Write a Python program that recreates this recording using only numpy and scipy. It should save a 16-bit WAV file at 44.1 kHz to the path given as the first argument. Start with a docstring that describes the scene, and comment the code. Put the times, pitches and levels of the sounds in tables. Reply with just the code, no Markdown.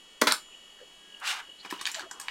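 """A computer whines as a bundle of wavering sine tones, and its fan hisses as filtered noise, throughout.
A floppy disk springs from the drive: bursts of noise strike in quick turn and set the case ringing.
Soft rubs of gliding, narrow noise come and go. The disk scrapes out of the slot as dense tiny slips.
Then plastic ticks (short noise bursts) and grainy rustling are heard as it is handled and swapped.
The blows, the scrape and the ticks echo in a small room; one microphone hears everything."""
import sys
import numpy as np
from scipy import signal
from scipy.fft import rfft, irfft
from scipy.io import wavfile

SR = 44100
rng = np.random.default_rng(int(sys.argv[2]) if len(sys.argv) > 2 else 0)


def master(y):
    """Save y as 16-bit WAV."""
    cut = np.clip(np.atleast_2d(y).T, -1, 1)
    pcm = np.round(cut * 32767)  # scale
    wavfile.write(sys.argv[1], SR, pcm.astype(np.int16))


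N = 101430
T = np.arange(N) / SR


def from_db(db):
    """Turn decibels into a gain."""
    return 10 ** (np.asarray(db) / 20)


def rms_one(x):
    """Scale a signal to an average power of 1."""
    return x / np.sqrt(np.mean(x ** 2) + 1e-20)


def curve(rows):
    """Join (time, value) rows by straight lines."""
    return np.interp(T, *np.transpose(rows))


def drift(hz):
    """Random wandering with spread 1, slower for a lower hz."""
    f = np.arange(N // 2 + 1) * SR / N
    spectrum = rfft(rng.standard_normal(N)) / (1 + (f / hz) ** 2)
    return rms_one(irfft(spectrum, N))


def colour(x, points, size=4096):
    """Filter a sound to follow (frequency, level) points, with no sound before its cause."""
    hz, db = np.transpose(points)
    f = np.maximum(np.arange(size // 2 + 1) * SR / size, 1)
    gain = from_db(np.interp(np.log(f), np.log(hz), db))
    # folding the cepstrum forward in time gives the filter its earliest possible response
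    cepstrum = irfft(np.log(gain))
    cepstrum[1:size // 2] *= 2
    cepstrum[size // 2 + 1:] = 0
    response = irfft(np.exp(rfft(cepstrum)))
    return signal.fftconvolve(x, response)[:len(x)]


def low_pass(hz):
    """Make a gentle filter that keeps what lies below hz."""
    return signal.butter(2, hz, fs=SR, output="sos")


def high_pass(x, hz):
    """Gently remove what lies below hz."""
    return signal.sosfilt(signal.butter(2, hz, "high", fs=SR, output="sos"), x)


def ring(clicks, hz, t60):
    """A resonator: each click starts a sine that falls by 60 dB in t60 seconds."""
    r = np.exp(-np.log(1000) / (t60 * SR))
    w = 2 * np.pi * hz / SR
    return signal.lfilter([0, np.sin(w)], [1, -2 * r * np.cos(w), r * r], clicks + 1e-18)


def contacts(rows, tone_hz, snap, attack_s, ring_db, ring_q, size=6000):
    """Each contact is a snap and a dying rattle, with a tone and a resonance of its own."""
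    out = np.zeros(N + size)
    t = T[:size]
    for s, *tone_db, decay, ring_hz in rows:
        hit = rng.standard_normal(size) * np.exp(-t / decay) * (1 - np.exp(-t / attack_s))
        hit /= np.linalg.norm(hit)
        hit[0] = snap   # one sharp first sample
        hit /= np.linalg.norm(hit)
        hit += from_db(ring_db) * signal.lfilter(*signal.iirpeak(ring_hz, ring_q, fs=SR), hit)
        start = int(s * SR)
        out[start:start + size] += colour(hit, list(zip(tone_hz, tone_db)))
    return out[:N]


ROOM_T60_S, ROOM_DELAY_S = 0.19, 0.0024   # time to fall by 60 dB, time to build up


def room(x, size=22000):
    """Echoes of a small room: noise that builds up quickly and dies away."""
    t = T[:size]
    build_up = 1 - np.exp(-(t / ROOM_DELAY_S) ** 2)
    tail = rng.standard_normal(size) * np.exp(-np.log(1000) * t / ROOM_T60_S) * build_up
    return signal.fftconvolve(x, tail / np.linalg.norm(tail))[:N]


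# steady tones of the hard disk: (frequency [Hz], relative level [dB])
WHINE = [(1814, -70.5), (1941, -71.5), (2263, -70.5), (2541, -75.5), (2632, -68.5), (2864, -63),
         (3236, -69.5), (3280, -59), (3558, -72.5), (3838, -72), (4253, -72.5), (4527, -71.5),
         (5222, -73.5), (6422, -79.5), (6794, -71.5), (8086, -83), (9001, -74), (10799, -77.5),
         (11700, -81.5)]
WHINE_DB, WHINE_JITTER_HZ, WHINE_WAVER_DB = -1.5, 1.51, 1.0
# how strongly the main whine throbs once a turn: (time [s], relative level [dB])
THROB = [(0, -75), (.48, -69), (.545, -57), (.59, -66.5), (1.09, -69.5), (1.16, -46.5), (1.2, -70),
         (1.42, -65), (1.51, -52), (1.56, -63.5), (1.72, -55), (2.3, -76)]
TURNS_HZ, THROB_PEAK_S = 45.3, 1.146   # turns per second, time of one throb's peak
THROB_WAVER_DB, THROB_ROUGH, THROB_FLUTTER_HZ = 2, .4, 130
MAIN_WHINE_HZ, MAIN_WHINE_DB = 2956, -60.5
# a lower whine swells once
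SWELL_S, SWELL_LENGTH_S, SWELL_HZ, SWELL_DB = 1.25, 0.24, 1650, -61
# a high whine flares with the last blow of the eject and fades back
HIGH_WHINE_HZ, HIGH_WHINE_DB, FLARE_DB, FLARE_T60_S = 7071, -71.5, -55.5, .9
# tone of the fan's hiss: (frequency [Hz], relative level [dB])
FAN = [(25, -3), (100, -20), (190, -8), (400, -5), (650, -9), (1150, -8), (1600, -12.5), (2200, -13.5),
       (3100, -13.5), (4000, -17), (7300, -15.5), (11000, -25.5), (15500, -35.5)]
FAN_DB = -60


def computer():
    """Wavering whine of the hard disk, fluttering unevenly with its rotation, over the fan's hiss."""
    def phase(hz):
        wobbly_hz = hz + WHINE_JITTER_HZ * drift(23.0)
        return 2 * np.pi * (rng.random() + np.cumsum(wobbly_hz) / SR)

    whine = np.zeros(N)
    for hz, db in WHINE:
        level_db = WHINE_DB + db + WHINE_WAVER_DB * drift(6.4)
        whine += from_db(level_db) * np.sin(phase(hz))

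    turn = 2 * np.pi * TURNS_HZ * (T - THROB_PEAK_S)
    main = phase(MAIN_WHINE_HZ)
    rasp = drift(THROB_FLUTTER_HZ) * np.sin(main) + drift(THROB_FLUTTER_HZ) * np.cos(main)
    throb_gain = from_db(curve(THROB) + THROB_WAVER_DB * drift(9.2)) * (1 + np.cos(turn))
    whine += from_db(MAIN_WHINE_DB) * np.sin(main)
    whine += throb_gain * (np.sin(main - turn) + THROB_ROUGH * rasp)

    swell = np.exp(-((T - SWELL_S) / SWELL_LENGTH_S) ** 2)
    whine += from_db(SWELL_DB) * swell * np.sin(phase(SWELL_HZ))

    since = T - BLOWS[-1][0]
    fade = (since > 0) * np.exp(-np.log(1000) * np.abs(since) / FLARE_T60_S)
    high_gain = from_db(HIGH_WHINE_DB) + from_db(FLARE_DB) * fade
    whine += high_gain * np.sin(phase(HIGH_WHINE_HZ))

    hiss = rms_one(colour(rng.standard_normal(N), FAN))
    return np.sqrt(2) * whine + from_db(FAN_DB) * hiss   # root 2: sine levels become rms levels


# where the bass, mid, presence and treble levels of a blow apply: (frequency [Hz], ...)
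TONE_HZ = (350, 1300, 3800, 10000)
# blows of the eject mechanism: (time [s], bass level [dB], mid level [dB], presence level [dB],
# treble level [dB], rattle decay [s], resonance [Hz]); levels are relative
BLOWS = [(0.2133, -26, -21, -17, -22, 0.0033, 5240), (0.2152, -6.5, -7.5, -3, -4, 0.0035, 1570),
         (0.2185, 5, -1, -4, -16, 0.004, 1060), (0.2707, -3.5, 2, 3, -7, 0.011, 1410),
         (0.2788, -13, -22, -16, -17, 0.019, 1690), (0.3004, -19, -10, -14.5, -22, 0.008, 610),
         (0.3101, -16, -5.5, -2, -27, 0.01, 4320), (0.3215, -17.5, -2, -5, -4.5, 0.0016, 8600)]
# tone shared by all the blows: (frequency [Hz], relative level [dB])
MECHANISM = [(59, -52), (140, -24), (264, -1), (370, -4.5), (600, -2.5), (680, -13), (898, -4.5),
             (1290, -5.5), (1840, -4), (3050, -11), (4020, -7), (4750, -8), (9740, -12.5), (15500, -22)]
# the drive's frame and the case ring: (frequency [Hz], relative level [dB], time to fall by 60 dB [s])
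CASE = [(260, -31.5, 0.18), (398, -32.5, 0.13), (496, -30.5, 0.17), (624, -31.5, 0.23), (1120, -50, 0.31),
        (1326, -47, 0.21), (1400, -41, 0.1), (1504, -25, 0.14), (1686, -42, 0.098), (2250, -32, 0.15),
        (3980, -32, 0.11)]
BLOW_DB, CASE_DB, EJECT_ROOM_DB = 20, -6, -5.5
BLOW_SNAP, BLOW_ATTACK_S, BLOW_RING_DB, BLOW_RING_Q = 0.18, 0.00067, 1.5, 8.6
BASS_CUT_HZ = 147


def eject():
    """Latch, carriage and shutter strike in turn and set the case ringing."""
    blows = contacts(BLOWS, TONE_HZ, BLOW_SNAP, BLOW_ATTACK_S, BLOW_RING_DB, BLOW_RING_Q)
    clack = from_db(BLOW_DB) * colour(blows, MECHANISM)
    rings = np.zeros(N)
    for hz, db, t60 in CASE:
        clicks = np.zeros(N)
        for s, *tone_db, decay, ring_hz in BLOWS:
            # a blow excites each ring as strongly as its own tone is at that frequency
            blow_db = np.interp(np.log(hz), np.log(TONE_HZ), tone_db)
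            clicks[int(s * SR)] = from_db(db + blow_db)
        rings += ring(clicks, hz, t60)
    out = clack + from_db(CASE_DB) * rings + from_db(EJECT_ROOM_DB) * room(clack)
    return high_pass(out, BASS_CUT_HZ)


# soft rubs and squeaks of handling: (time [s], length [s], frequency [Hz], width [Hz],
# level [dB], glide [octaves per s])
RUBS = [(0.489, 0.013, 1160, 300, -55.5, -0.5), (0.538, 0.036, 2750, 350, -54, 2.5),
        (0.797, 0.028, 1720, 400, -57, -0.5), (.824, 0.024, 497, 150, -52, -6.5),
        (1.494, 0.019, 430, 280, -59.5, -4.5), (1.607, 0.026, 4220, 795, -50.5, 1.5),
        (1.977, 0.028, 648, 99, -48.5, -2.5), (1.991, .018, 850, 60, -50, -2),
        (2.028, .03, 1870, 120, -51.5, -4), (2.039, 0.028, 1250, 695, -47.5, 4.5),
        (2.042, 0.034, 338, 80, -50.5, 7.5), (2.068, .022, 640, 100, -52, 3),
        (2.155, 0.022, 390, 109, -56.5, 9), (2.192, 0.13, 1060, 464, -52.5, 0)]


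def rubs():
    """Short soft swells of friction, each in one gliding resonance."""
    out = np.zeros(N)
    for s, length, hz, width_hz, db, glide in RUBS:
        nearby = np.clip(T - s, -2 * length, 2 * length)   # the pitch glides only around the rub
        phase = 2 * np.pi * np.cumsum(hz * 2 ** (glide * nearby)) / SR
        # slow noise on a sine and a cosine makes a narrow band of noise
        noise = drift(width_hz / 2) * np.cos(phase) + drift(width_hz / 2) * np.sin(phase)
        swell = np.exp(-2 * ((T - s) / length) ** 2)
        out += from_db(db) * rms_one(noise) * swell
    return out


# friction as the disk slides out: (time [s], middle level [dB], treble level [dB]); levels are relative
SLIDE = [(1.194, -73, -69), (1.214, -48, -95), (1.228, -39.5, -53), (1.254, -39.5, -37.5),
         (1.284, -36, -29.5), (1.32, -39.5, -33.5), (1.355, -42.5, -44.5), (1.406, -42, -48),
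         (1.421, -50.5, -85), (1.459, -66, -87)]
# tone of the scrape: (frequency [Hz], relative level [dB])
SCRAPE = [(120, -67), (200, -39), (240, -34), (333, -26), (392, -27), (596, -17), (858, 1), (940, -3),
          (1560, 1), (1910, -5.5), (2850, -4), (3120, -9.5), (3820, -11.5), (4750, -16.5), (8350, -23),
          (15500, -40)]
SLIDE_DB, SLIDE_ROOM_DB, SLIDE_GRAINS_PER_S = -0.5, -7.5, 10000
SLIDE_BRIGHT_HZ = 2740   # where the treble begins


def slide():
    """Dense tiny slips of plastic on the guides, with middle and treble rising and falling separately."""
    s, middle, treble = np.transpose(SLIDE)
    slips = (rng.random(N) < SLIDE_GRAINS_PER_S / SR) * rng.standard_normal(N)
    scrape = rms_one(colour(slips, SCRAPE))
    dull = signal.sosfiltfilt(low_pass(SLIDE_BRIGHT_HZ), scrape)
    bright = scrape - dull
    friction = from_db(np.interp(T, s, middle)) * rms_one(dull)
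    friction += from_db(np.interp(T, s, treble)) * rms_one(bright)
    direct = from_db(SLIDE_DB) * friction * ((T > s[0]) & (T < s[-1]))
    return direct + from_db(SLIDE_ROOM_DB) * room(direct)


# where the bass, mid, presence, treble and top levels of a tick apply: (frequency [Hz], ...)
TICK_TONE_HZ = (350, 1500, 3400, 7500, 14000)
# the disk's shell and shutter tick in the hand: (time [s], bass level [dB], mid level [dB],
# presence level [dB], treble level [dB], top level [dB], rattle decay [s], resonance [Hz]); levels are relative
TICKS = [(1.1995, -40, -31, -37, -15.5, -11, 0.0037, 9200), (1.649, 1, -7, -10.5, -19, -16, 0.0047, 880),
         (1.659, 4.5, -9, -21, -13, -19, 0.0049, 880), (1.703, -18, -11, -8.5, -5, -12, 0.005, 2500),
         (1.7095, -12, -3, -7, -3.5, 2, 0.0027, 1620), (1.7255, 15.5, 2, -7, -25, -6, 0.0015, 953),
         (1.793, -2, -12, -7.5, -19, -33, 0.023, 4360), (1.8122, 1.5, -8, -4.5, 1.5, -1, 0.0042, 9100),
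         (1.855, -10, -6, 2, -0.5, -15, 0.00029, 3220), (1.8655, -19, -6, -4.5, 8.5, -6, 0.0013, 4500),
         (1.8711, -36, 3.5, -1, -9, 8, 0.0019, 2430), (1.9155, -12, -15, -18, 0.5, 0, 0.0027, 7300),
         (1.945, -25, -10, -1.5, 2, -32, 0.00092, 2880), (1.9497, -17, -4, -6, -1, -13, 0.0015, 2500),
         (1.957, -25, -17, -6, -23, -2, 0.017, 3930), (1.9945, -27, -1, -7, -6, -8, 0.0012, 1640),
         (2.003, 1.5, -11.5, -9, -9, -39, 0.0069, 1660), (2.112, -5, -5.5, -18, 5.5, -14, 0.0026, 1530),
         (2.199, -9, -9.5, -14.5, 3, 4, 0.0027, 1010), (2.2125, -30, -16, -17, 0.5, -10, 0.0051, 4500),
         (2.2832, -16, 0, 5, -11.5, -14, 0.00056, 2930)]
# tone of the plastic shell, for ticks and rustling: (frequency [Hz], relative level [dB])
SHELL = [(100, -29.5), (200, -18.5), (320, -14.5), (600, -16), (760, -3), (930, -0.5), (1300, -1),
         (1700, 1.5), (2900, -3), (3800, -2), (7300, -10.5), (11000, -18.5), (15500, -28)]
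TICK_DB, TICK_ROOM_DB = 0.5, -2.5
TICK_SNAP, TICK_ATTACK_S, TICK_RING_DB, TICK_RING_Q = 0.42, .0003, -0.5, 12
DESK_ECHO_S, DESK_ECHO_DB = 0.00145, -4.5


def ticks():
    """Light plastic ticks, each doubled by an inverted echo close by."""
    hits = contacts(TICKS, TICK_TONE_HZ, TICK_SNAP, TICK_ATTACK_S, TICK_RING_DB, TICK_RING_Q)
    direct = from_db(TICK_DB) * colour(hits, SHELL)
    echo = from_db(DESK_ECHO_DB) * np.interp(T - DESK_ECHO_S, T, direct)
    return direct - echo + from_db(TICK_ROOM_DB) * room(direct)


# plastic rustles against the fingers between the ticks: (time [s], level [dB])
RUSTLE = [(1.63, -53), (1.66, -54.5), (1.69, -76), (1.72, -47), (1.78, -52), (1.845, -51.5), (1.88, -42),
          (1.93, -48), (1.97, -46), (2.02, -49), (2.06, -88), (2.3, -50)]
RUSTLE_GRAINS_PER_S, RUSTLE_SPREAD_DB = 3000, 3.5


def rustle():
    """Uneven grains of friction on the disk's shell."""
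    size_db = RUSTLE_SPREAD_DB * np.minimum(rng.exponential(1, N), 5)
    sizes = from_db(size_db) * rng.choice([-1, 1], N)
    grains = sizes * (rng.random(N) < RUSTLE_GRAINS_PER_S / SR)
    started = T > RUSTLE[0][0]
    return from_db(curve(RUSTLE)) * started * rms_one(colour(grains, SHELL))


def scene():
    """All sources at one microphone, alike in both channels."""
    mix = computer() + eject() + rubs() + slide() + ticks() + rustle()
    return np.tile(mix, (2, 1))


CUTOFF_HZ = 15900


def record(dry):
    """Cut the highest treble steeply."""
    steep = signal.ellip(10, .2, 70, CUTOFF_HZ, fs=SR, output="sos")   # 0.2 dB ripple, 70 dB cut
    return signal.sosfilt(steep, dry)


dry = scene()
out = record(dry)
master(out)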